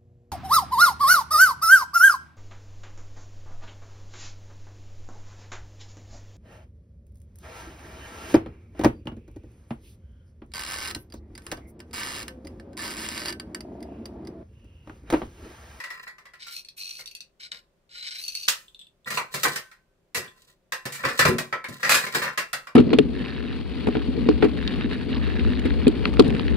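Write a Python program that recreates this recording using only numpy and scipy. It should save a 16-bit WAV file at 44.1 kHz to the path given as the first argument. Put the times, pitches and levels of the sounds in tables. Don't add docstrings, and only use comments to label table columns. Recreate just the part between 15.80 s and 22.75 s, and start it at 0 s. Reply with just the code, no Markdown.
import sys
import numpy as np
from scipy import signal
from scipy.fft import rfft, irfft
from scipy.io import wavfile
from scipy.ndimage import map_coordinates

SR = 44100
rng = np.random.default_rng(int(sys.argv[2]) if len(sys.argv) > 2 else 0)


def to_wav(s):
    ch = np.atleast_2d(s).T
    pcm = np.round(np.clip(ch, -1, 1) * 32767)
    wavfile.write(sys.argv[1], SR, pcm.astype(np.int16))


N = 306495
TIME = np.arange(N) / SR
TAIL = np.arange(3 * 2 ** 13) / SR


def undb(db):
    return 10 ** (np.asarray(db) / 20)


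def rms(x):
    return np.sqrt(np.mean(x ** 2)) + 1e-12


def unit(x):
    return x / (rms(x) * np.sqrt(x.shape[-1]))


def lookup(hz, points):
    f, value = np.transpose(points)
    return np.interp(np.log(np.maximum(hz, 1)), np.log(f), value)


def colour(x, points):
    size = 2048
    gain = undb(lookup(np.fft.rfftfreq(size, 1 / SR), points))
    cepstrum = irfft(np.log(gain))
    cepstrum[1:size // 2] *= 2
    cepstrum[size // 2 + 1:] = 0
    return convolve(x, irfft(np.exp(rfft(cepstrum))))


def convolve(x, response):
    x = np.atleast_2d(x)
    return signal.fftconvolve(x, np.atleast_2d(response))[:, :x.shape[-1]]


def band(x, lo, hi):
    return signal.sosfilt(signal.butter(N=4, Wn=[lo, hi], btype="band", fs=SR, output="sos"), x)


def resonate(x, peaks):
    return sum((-1) ** k * undb(db) * signal.lfilter(*signal.iirpeak(hz, hz / width, SR), x)
               for k, (hz, width, db) in enumerate(peaks))


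def fade(t60):
    return np.exp(-np.log(1000) * TAIL / t60)


def add(out, s, x):
    i = max(int(s * SR), 0)
    out[..., i:i + x.shape[-1]] += x[..., :N - i]


def grains(size, rate, spread_db):
    occurs = rng.random(size) < rate / SR
    return occurs * rng.standard_normal(size) * undb(spread_db * rng.standard_normal(size))


def flutter(rate_hz):
    knots = np.arange(0, TIME[-1] + 1, 1 / rate_hz)
    return np.interp(TIME, knots, rng.standard_normal(len(knots)))


def diffuse(size, coherent_hz=700):
    hz = np.fft.rfftfreq(size, 1 / SR)
    mid, side = rfft(rng.standard_normal((2, size)))
    coherence = 0.96 / (1 + (hz / coherent_hz) ** 2)
    return hz, mid * np.sqrt(1 + coherence) + np.array([[1], [-1]]) * side * np.sqrt(1 - coherence)


def direct():
    path = np.zeros((2, len(TAIL)))
    path[[0, 1], rng.integers(0, 16, 2)] = 1
    return path


def room(late_db, t60=0.4):
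    reflections = rng.standard_normal((2, len(TAIL)))
    return undb(late_db) * unit(reflections * fade(t60) * (1 - fade(0.11)))


# (frequency [Hz], unscaled T60 [s])
DECAY_TIMES = [(100, .3), (300, .27), (700, .26), (1800, .25), (4800, .2), (12800, .17)]
def wash(t60_scale):
    hz, spectrum = diffuse(len(TAIL))
    octave = np.clip(np.log2(np.maximum(hz, 1) / 125), 0, 7)
    bands = [irfft(spectrum * np.maximum(1 - abs(octave - k), 0), len(TAIL)) for k in range(8)]
    return sum(x * fade(t60_scale * lookup(125 * 2 ** k, DECAY_TIMES)) for k, x in enumerate(bands))


def spread(x, wet_db):
    y = convolve(x, unit(direct() + undb(wet_db) * unit(wash(0.22)) + room(-28)))
    return y * rms(x) / rms(y.mean(axis=0))


# (frequency [Hz], relative level [dB], T60 [s])
CHANNEL_MODES = [(141, -4, .3), (237, -8, .25), (366, -6, .26), (474, -2, .28), (540, -3, .25),
                 (1035, -3.5, .44), (1177, -5, .22), (1320, -3, .31), (1390, -7, .22), (1530, -12, .55),
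                 (1658, -2, .22), (1763, -1, .24), (1877, 0, .24), (1955, 1, .25), (2138, -3, .22),
                 (2326, -3, .25), (2466, -6, .25), (2710, -10, .3), (4081, -11, .2), (4204, -11, .2),
                 (4850, -11, .18), (5141, -10, .2)]
def ringing(favoured_hz, boost_db, held, sustain):
    hz, db, t60 = np.transpose(CHANNEL_MODES)[:, :, None]
    t60 = t60 if held else np.minimum(t60, .35)
    favoured = np.exp(-((hz - favoured_hz) / 45) ** 2)
    t60 = t60 * (1 + sustain * favoured)
    detuned_hz = hz * (1 + .006 * rng.standard_normal(hz.shape))
    partials = undb(db) * fade(t60) * np.exp(2j * np.pi * detuned_hz * TAIL)
    partials *= np.sqrt(2 / np.sum(abs(partials) ** 2))
    strength = undb(-7 + boost_db * favoured + 2 * rng.standard_normal(hz.shape))
    phases = rng.uniform(0, 2 * np.pi, len(hz))
    phases = phases + rng.standard_normal((2, len(hz))) * np.minimum(hz.T / 1400, 1.4)
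    return ((strength.T * np.exp(1j * phases)) @ partials).imag


# (frequency [Hz], relative level [dB])
SHEET_SPECTRUM = [(60, -15), (105, -3), (150, 1), (230, -0.5), (330, -2.5), (520, 11.5), (790, -3),
                  (1050, 0), (1850, 4), (2450, -4.5), (3100, -10), (4500, -6.5), (6500, -16), (8200, -14),
                  (10000, -17.5), (15000, -20)]
def sheet(favoured_hz, ripple_db=2.0, lift_db=6):
    hz = np.r_[60:1000:45, 1000:16000:130]
    ripple = ripple_db * np.minimum(hz / 2500, 1) * rng.standard_normal(len(hz))
    lift = lift_db * np.exp(-((hz - favoured_hz) / min(170, 0.3 * favoured_hz)) ** 2)
    response = unit(wash(0.84)) + undb(-7.5) * direct() + room(-17.5)
    return unit(colour(response, np.c_[hz, lookup(hz, SHEET_SPECTRUM) + ripple + lift]))


# (lower limit [Hz], upper limit [Hz])
IMPACT_BANDS = [(850, 2800), (45, 300), (300, 850), (2800, 6500), (6500, 16000)]
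# (level re clang [dB], weight slope [dB/dB], sharpness slope [dB/dB])
IMPACT_BALANCE = [(-18.5, 1.0, 0), (-12.5, 0.478, 0), (-6.5, 0, 1.0), (-9.5, 0, 1.75)]
def impact(clang_db, weight_db, sharpness_db, favoured_hz, boost_db, rattle_s, held, sustain=0.19):
    modes = ringing(favoured_hz, boost_db, held, sustain)
    response = modes + sheet(favoured_hz)
    chatter = grains(len(TAIL), 700, 2.3) * np.exp(-(TAIL / rattle_s) ** 2 / 2)
    contacts = undb(1) * np.sqrt(rattle_s / 0.018) * unit(chatter)
    contacts[0] += 1
    fade_in = 1 - .75 * np.exp(-TAIL / 0.00068)
    blow = convolve(response, contacts) * fade_in
    parts = [band(blow, lo, hi) for lo, hi in IMPACT_BANDS]
    balance = [db + heavy * weight_db + sharp * sharpness_db for db, heavy, sharp in IMPACT_BALANCE]
    attack = int(.03 * SR)
    return sum(p * undb(clang_db + db) / rms(p[:, :attack]) for p, db in zip(parts, [0, *balance]))


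# (time [s], relative level [dB])
SEEKING_TAPS = [(0.001, -40.5), (0.038, -38), (0.103, -40.5), (0.276, -44.5), (0.382, -53.5), (0.454, -52),
                (0.535, -52)]
def taps(gain_db=2.5):
    out = np.zeros((2, N))
    for s, db in SEEKING_TAPS:
        add(out, s, impact(db + gain_db, weight_db=-25.5, sharpness_db=-4, favoured_hz=1940,
                           boost_db=13, rattle_s=0.0042, held=True, sustain=0))
    return out


def stroke(s, length_s, rise_s, sag_db, release_t60, rise_db=19.5):
    age = TIME - s
    db = -rise_db * np.clip(1 - age / rise_s, 0, 1) - sag_db * np.clip(age / length_s, 0, 1)
    release = np.exp(-np.log(1000) * np.clip((age - length_s) / release_t60, 0, 10))
    return (age >= 0) * undb(db) * release


# (time [s], duration [s], relative body level [dB], relative grit level [dB], sag [dB])
DRAG_STROKES = [(0.0, 0.26, -51, -63.5, -11), (3.256, 0.12, -39.5, -40.5, -6.5),
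                (3.507, 0.23, -49.5, -40.5, -6), (4.413, 0.039, -43, -57, 1.5),
                (4.559, 0.15, -68.5, -59, 0.5), (5.091, 0.3, -45, -47.5, -6), (5.37, 0.1, -38, -37, -9),
                (5.88, 0.2, -48.5, -48.5, -7.5), (6.171, 0.076, -31.5, -34.5, 1),
                (6.315, 0.134, -31, -32.5, 1)]
def drags(catch_db=4):
    shiver = resonate(grains(N, 1000, 9.4), [(hz, 45, db) for hz, db, _ in CHANNEL_MODES])
    body, shudder = band(shiver, 900, 6100), band(shiver, 110, 990)
    body = undb(-1) * body / rms(body)
    grit = band(colour(grains(N, 1500, 4.2), SHEET_SPECTRUM), 3000, 20000)
    grit = undb(-4) * grit / rms(grit) + undb(-8) * shudder / rms(shudder)
    sliding = np.zeros((1, N))
    for s, length_s, body_db, grit_db, sag_db in DRAG_STROKES:
        envelope = stroke(s, length_s, rise_s=.012, sag_db=sag_db, release_t60=0.18)
        sliding += envelope * (undb(body_db) * body + undb(grit_db) * grit)
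    catching = undb(catch_db * flutter(60))
    return spread(sliding * catching / rms(catching), wet_db=3.5)


# (frequency [Hz], relative level [dB])
RUMBLE_SPECTRUM = [(12, -26), (20, -6.5), (43, -3.5), (87, -14.5), (160, -9.5), (286, -18), (398, -10),
                   (470, -22), (525, -11), (753, -23), (1930, -28.5), (15000, -44)]
def rumble(level_db=-69):
    hz, spectrum = diffuse(N)
    noise = irfft(spectrum * undb(lookup(hz, RUMBLE_SPECTRUM)), N)
    return noise * undb(level_db) / rms(noise.mean(axis=0))


# (time [s], frequency factor [1])
JAW_TUNING = [(.59, .99), (1.15, 1.005), (1.4, 1.04), (1.85, .94), (2.1, .95), (2.36, 1.005), (2.43, 1.035),
              (2.68, 1.03)]
def tuning(s):
    return np.interp(s, *np.transpose(JAW_TUNING))


def friction(peaks, rate, spread_db, push=1):
    size = N + N // 2
    rung = resonate(grains(size, rate, spread_db) * np.resize(push, size), peaks)
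    gliding = map_coordinates(rung, [np.cumsum(tuning(TIME))], order=3)
    return gliding / rms(gliding)


# (time [s], duration [s], rise [s], relative level [dB], sag [dB],
# slide before the bite [s], relative squeal level [dB])
HAND_SQUEEZES = [(0.586, 0.21, 0.018, -46.5, -5.5, 0.15, -11), (0.965, 0.25, 0.014, -39.5, 5, .001, -9.5),
                 (1.595, 0.06, 0.0066, -47.5, -2, 0.2, -4), (1.713, 0.08, .005, -43.5, 10, 0.16, -8),
                 (2.092, 0.62, 0.085, -41.5, 1.5, 0.32, 0)]
def squeezes(bite_s=0.012):
    slide, squeal, shear = np.zeros((3, N))
    for s, length_s, rise_s, db, sag_db, slide_s, squeal_db in HAND_SQUEEZES:
        force = undb(db) * stroke(s, length_s, rise_s, sag_db, release_t60=0.11)
        bite = .5 + .5 * np.tanh((TIME - s - slide_s) / (2 * bite_s))
        slide += force * (1 - bite)
        squeal += force * (1 - bite) * undb(squeal_db)
        shear += force * bite
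    return slide, squeal, shear


def creak(rate_hz=85, jitter=.25, slip_s=0.0025, scatter_db=1.5, stuck_db=-10):
    cycles = np.cumsum(rate_hz * np.exp(jitter * flutter(40))) / SR
    strength = undb(scatter_db * rng.standard_normal(4096)).take(cycles.astype(int), mode="wrap")
    age = cycles % 1 / rate_hz / slip_s
    push = undb(stuck_db) + strength * age * np.exp(1 - age)
    return push / rms(push)


# (frequency [Hz], bandwidth [Hz], gain [dB])
SLIDING_JAWS = [(1480, 37, -0.5), (2200, 350, -1), (3100, 150, 0), (3980, 400, 4), (5430, 620, -0.5),
                (8050, 290, -7), (12000, 2000, -33)]
LOADED_JAWS = [(2583, 160, -1.5), (3405, 550, -10), (4294, 200, 5.5), (5825, 230, -1.5), (8250, 2000, -15),
               (13270, 1900, -21)]
def blades(squeal_hz=4030, waver=0.011, catch_db=3.5):
    slide, sing, shear = squeezes()
    jerks = creak()
    tearing = undb(-0.5) * shear * friction(LOADED_JAWS, rate=3300, spread_db=2.3, push=jerks)
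    grazing = undb(catch_db * flutter(70)) * slide * friction(SLIDING_JAWS, rate=4000, spread_db=4.3)
    pitch_hz = squeal_hz * (1 + waver * flutter(220))
    tone = np.sqrt(2) * np.sin(2 * np.pi * np.cumsum(pitch_hz) / SR)
    squeal = undb(-4 + catch_db * flutter(46)) * sing * tone
    zinc = band(grains(N, 3000, 4), 7500, 15000)
    entry = np.sqrt(slide * shear)
    rasp = (undb(-17) * shear * jerks + undb(-25) * slide + undb(-4) * entry) * zinc / rms(zinc)
    return spread(band(tearing + grazing + squeal + rasp, 800, 17000), wet_db=-3)


# (time [s], relative clang level [dB],
# weight [dB], sharpness [dB], favoured frequency [Hz], boost there [dB], rattle time [s])
CHANNEL_KNOCKS = [(0.667, -48.5, -32, 2.5, 1400, 21, .008), (1.19, -50, 1, 3, 2110, 2, 0.0075),
                  (1.722, -56, 5, -3, 1530, -1, 0.019), (2.683, -34, -12, 10, 1035, 9.5, 0.012),
                  (3.303, -34.5, -1, 2.5, 2160, 11, 0.0082), (3.373, -25.5, -6, -2.5, 1060, -1.5, 0.0045),
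                  (3.54, -34, 11, 4.5, 2080, 10.5, 0.012), (3.632, -27, -2, 6, 1316, 16, 0.0079),
                  (3.65, -21, 0, -31, 1035, -10.5, 0.0061), (3.758, -33.5, -12, 3.5, 1830, 10, 0.0046),
                  (3.914, -52, -64, -2, 1460, -2, 0.0025), (4.346, -30.5, 0, 4, 1919, 15, 0.019),
                  (4.37, -39, 14, 6, 370, 9, 0.0041), (4.443, -49, 10.5, -0.5, 360, 3, 0.0036),
                  (4.921, -30, -11, 0, 1814, 14.5, 0.0046), (5.054, -35.5, 14, 2, 142, 6, 0.0049),
                  (5.122, -44.5, -32, 7.5, 2280, 24, 0.026), (5.236, -27.5, 10, -14, 556, 28, 0.0061),
                  (5.25, -25.5, 3, -3, 1090, 12, 0.0028), (5.286, -30.5, 4.5, -2.5, 1490, 4, 0.014),
                  (5.391, -16, 0.5, -0.5, 1840, 6, 0.01), (5.451, -19, 14, -2.5, 484, 3, 0.0037),
                  (5.484, -35.5, 33, 3, 366, 15.5, 0.0081), (5.525, -49.5, 37, -11, 237, 11, .012),
                  (5.583, -30.5, 8, 3, 237, -8, 0.0025), (5.726, -25.5, -3, -10.5, 1349, 19.5, 0.0038),
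                  (5.841, -34.5, -9, -5.5, 2175, 14, 0.0061), (5.885, -51, 29, 6, 150, 5, 0.0015),
                  (6.03, -23, -10, -4, 1897, 5, 0.021), (6.093, -18, -5.5, 2.5, 2470, 5, 0.021),
                  (6.143, -22, -3.5, 4, 1714, 5, 0.029), (6.265, -34.5, 3.5, -1, 2120, 14, 0.0036),
                  (6.347, -24.5, 5, 0, 1545, 4, 0.015), (6.417, -28, -3, -7, 1335, -3, 0.042),
                  (6.575, -25.5, -6.5, -0.5, 2020, -1, 0.015), (6.73, -29.5, -6.5, 1.5, 1660, -1, 0.0031),
                  (6.87, -41, -9.5, -5, 1260, 0, 0.006)]
def knocks(gain_db=0.37, landing_s=4.9):
    out = np.zeros((2, N))
    for s, db, weight_db, sharpness_db, favoured_hz, boost_db, rattle_s in CHANNEL_KNOCKS:
        add(out, s, impact(db + gain_db, weight_db, sharpness_db, favoured_hz, boost_db,
                           max(rattle_s, .002), held=s < landing_s))
    return out


def clicks(events, body, burst_s, wet_db, t60_scale):
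    out = np.zeros((2, N))
    size = len(TAIL) // 2
    tail = undb(wet_db) * unit(wash(t60_scale))
    for s, db in events:
        burst = rng.standard_normal(size) * np.exp(-TAIL[:size] / burst_s)
        click = body(convolve((direct() + tail)[:, :size], burst), s)
        add(out, s, click * undb(db) / abs(click.mean(axis=0)).max())
    return out


# (time [s], relative peak level [dB])
BLADE_SLIPS = [(0.8475, -28.5), (0.8736, -40), (0.8852, -25), (1.258, -24), (1.2754, -20.5),
               (1.3122, -25.5), (1.3498, -18), (1.3674, -32), (1.4055, -21.5), (2.4384, -16.5),
               (2.4805, -13), (2.5507, -13), (2.6306, -18)]
def slips():
    def jaws(x, s):
        peaks = [(hz * tuning(s), width, db) for hz, width, db in LOADED_JAWS]
        return band(resonate(x, peaks), 1400, 22000)
    return undb(-9.5) * clicks(BLADE_SLIPS, jaws, burst_s=0.0023, wet_db=-1, t60_scale=0.73)


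# (time [s], relative peak level [dB])
BRIDGE_CRACKS = [(2.6803, -23), (2.6829, -17.5), (2.6846, -6), (2.6874, -12.5)]
# (frequency [Hz], relative level [dB])
CRACK_SPECTRUM = [(100, -16.5), (800, -14.5), (1500, -0.5), (4000, 0.5), (8000, -8.5), (10500, -16.5),
                  (15000, -18)]
def fracture():
    steel = lambda x, s: colour(x, CRACK_SPECTRUM)
    return undb(3.5) * clicks(BRIDGE_CRACKS, steel, burst_s=0.0014, wet_db=-4.5, t60_scale=1.0)


# (time [s], relative peak level [dB])
PIVOT_TICKS = [(2.8814, -40.5), (2.9462, -33.5), (2.9925, -40.5), (3.014, -34.5), (3.045, -51),
               (3.0686, -45), (3.2457, -43.5), (4.4787, -39.5)]
# (frequency [Hz], bandwidth [Hz], gain [dB])
HINGE_MODES = [(2640, 280, 2.5), (3490, 230, 19), (4370, 65, 7.3), (7700, 140, 9.4)]
def pivot():
    hinge = lambda x, s: band(resonate(x, HINGE_MODES), 1800, 14700)
    return undb(-1) * clicks(PIVOT_TICKS, hinge, burst_s=0.00067, wet_db=0.5, t60_scale=0.76)


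def scene():
    blows = taps() + knocks()
    snips = blades() + slips() + pivot() + fracture()
    return blows + snips + drags() + rumble()


# (frequency [Hz], left minus right level [dB])
PORT_IMBALANCE = [(60, 2.5), (110, -3.5), (200, 5), (380, 0.5), (700, 0), (1290, -1), (2380, 1.5),
                  (4400, 1.5), (8120, -5.5), (15000, 2.5)]
def record(dry, drive=1.15, top_hz=15600):
    ports = np.vstack([colour(x, [(hz, sign * db / 2) for hz, db in PORT_IMBALANCE])
                       for x, sign in zip(dry, (1, -1))])
    low_pass = signal.ellip(10, .2, 80, top_hz, fs=SR, output="sos")
    return signal.sosfilt(low_pass, np.tanh(drive * ports) / drive)


dry = scene()
out = record(dry)
to_wav(out)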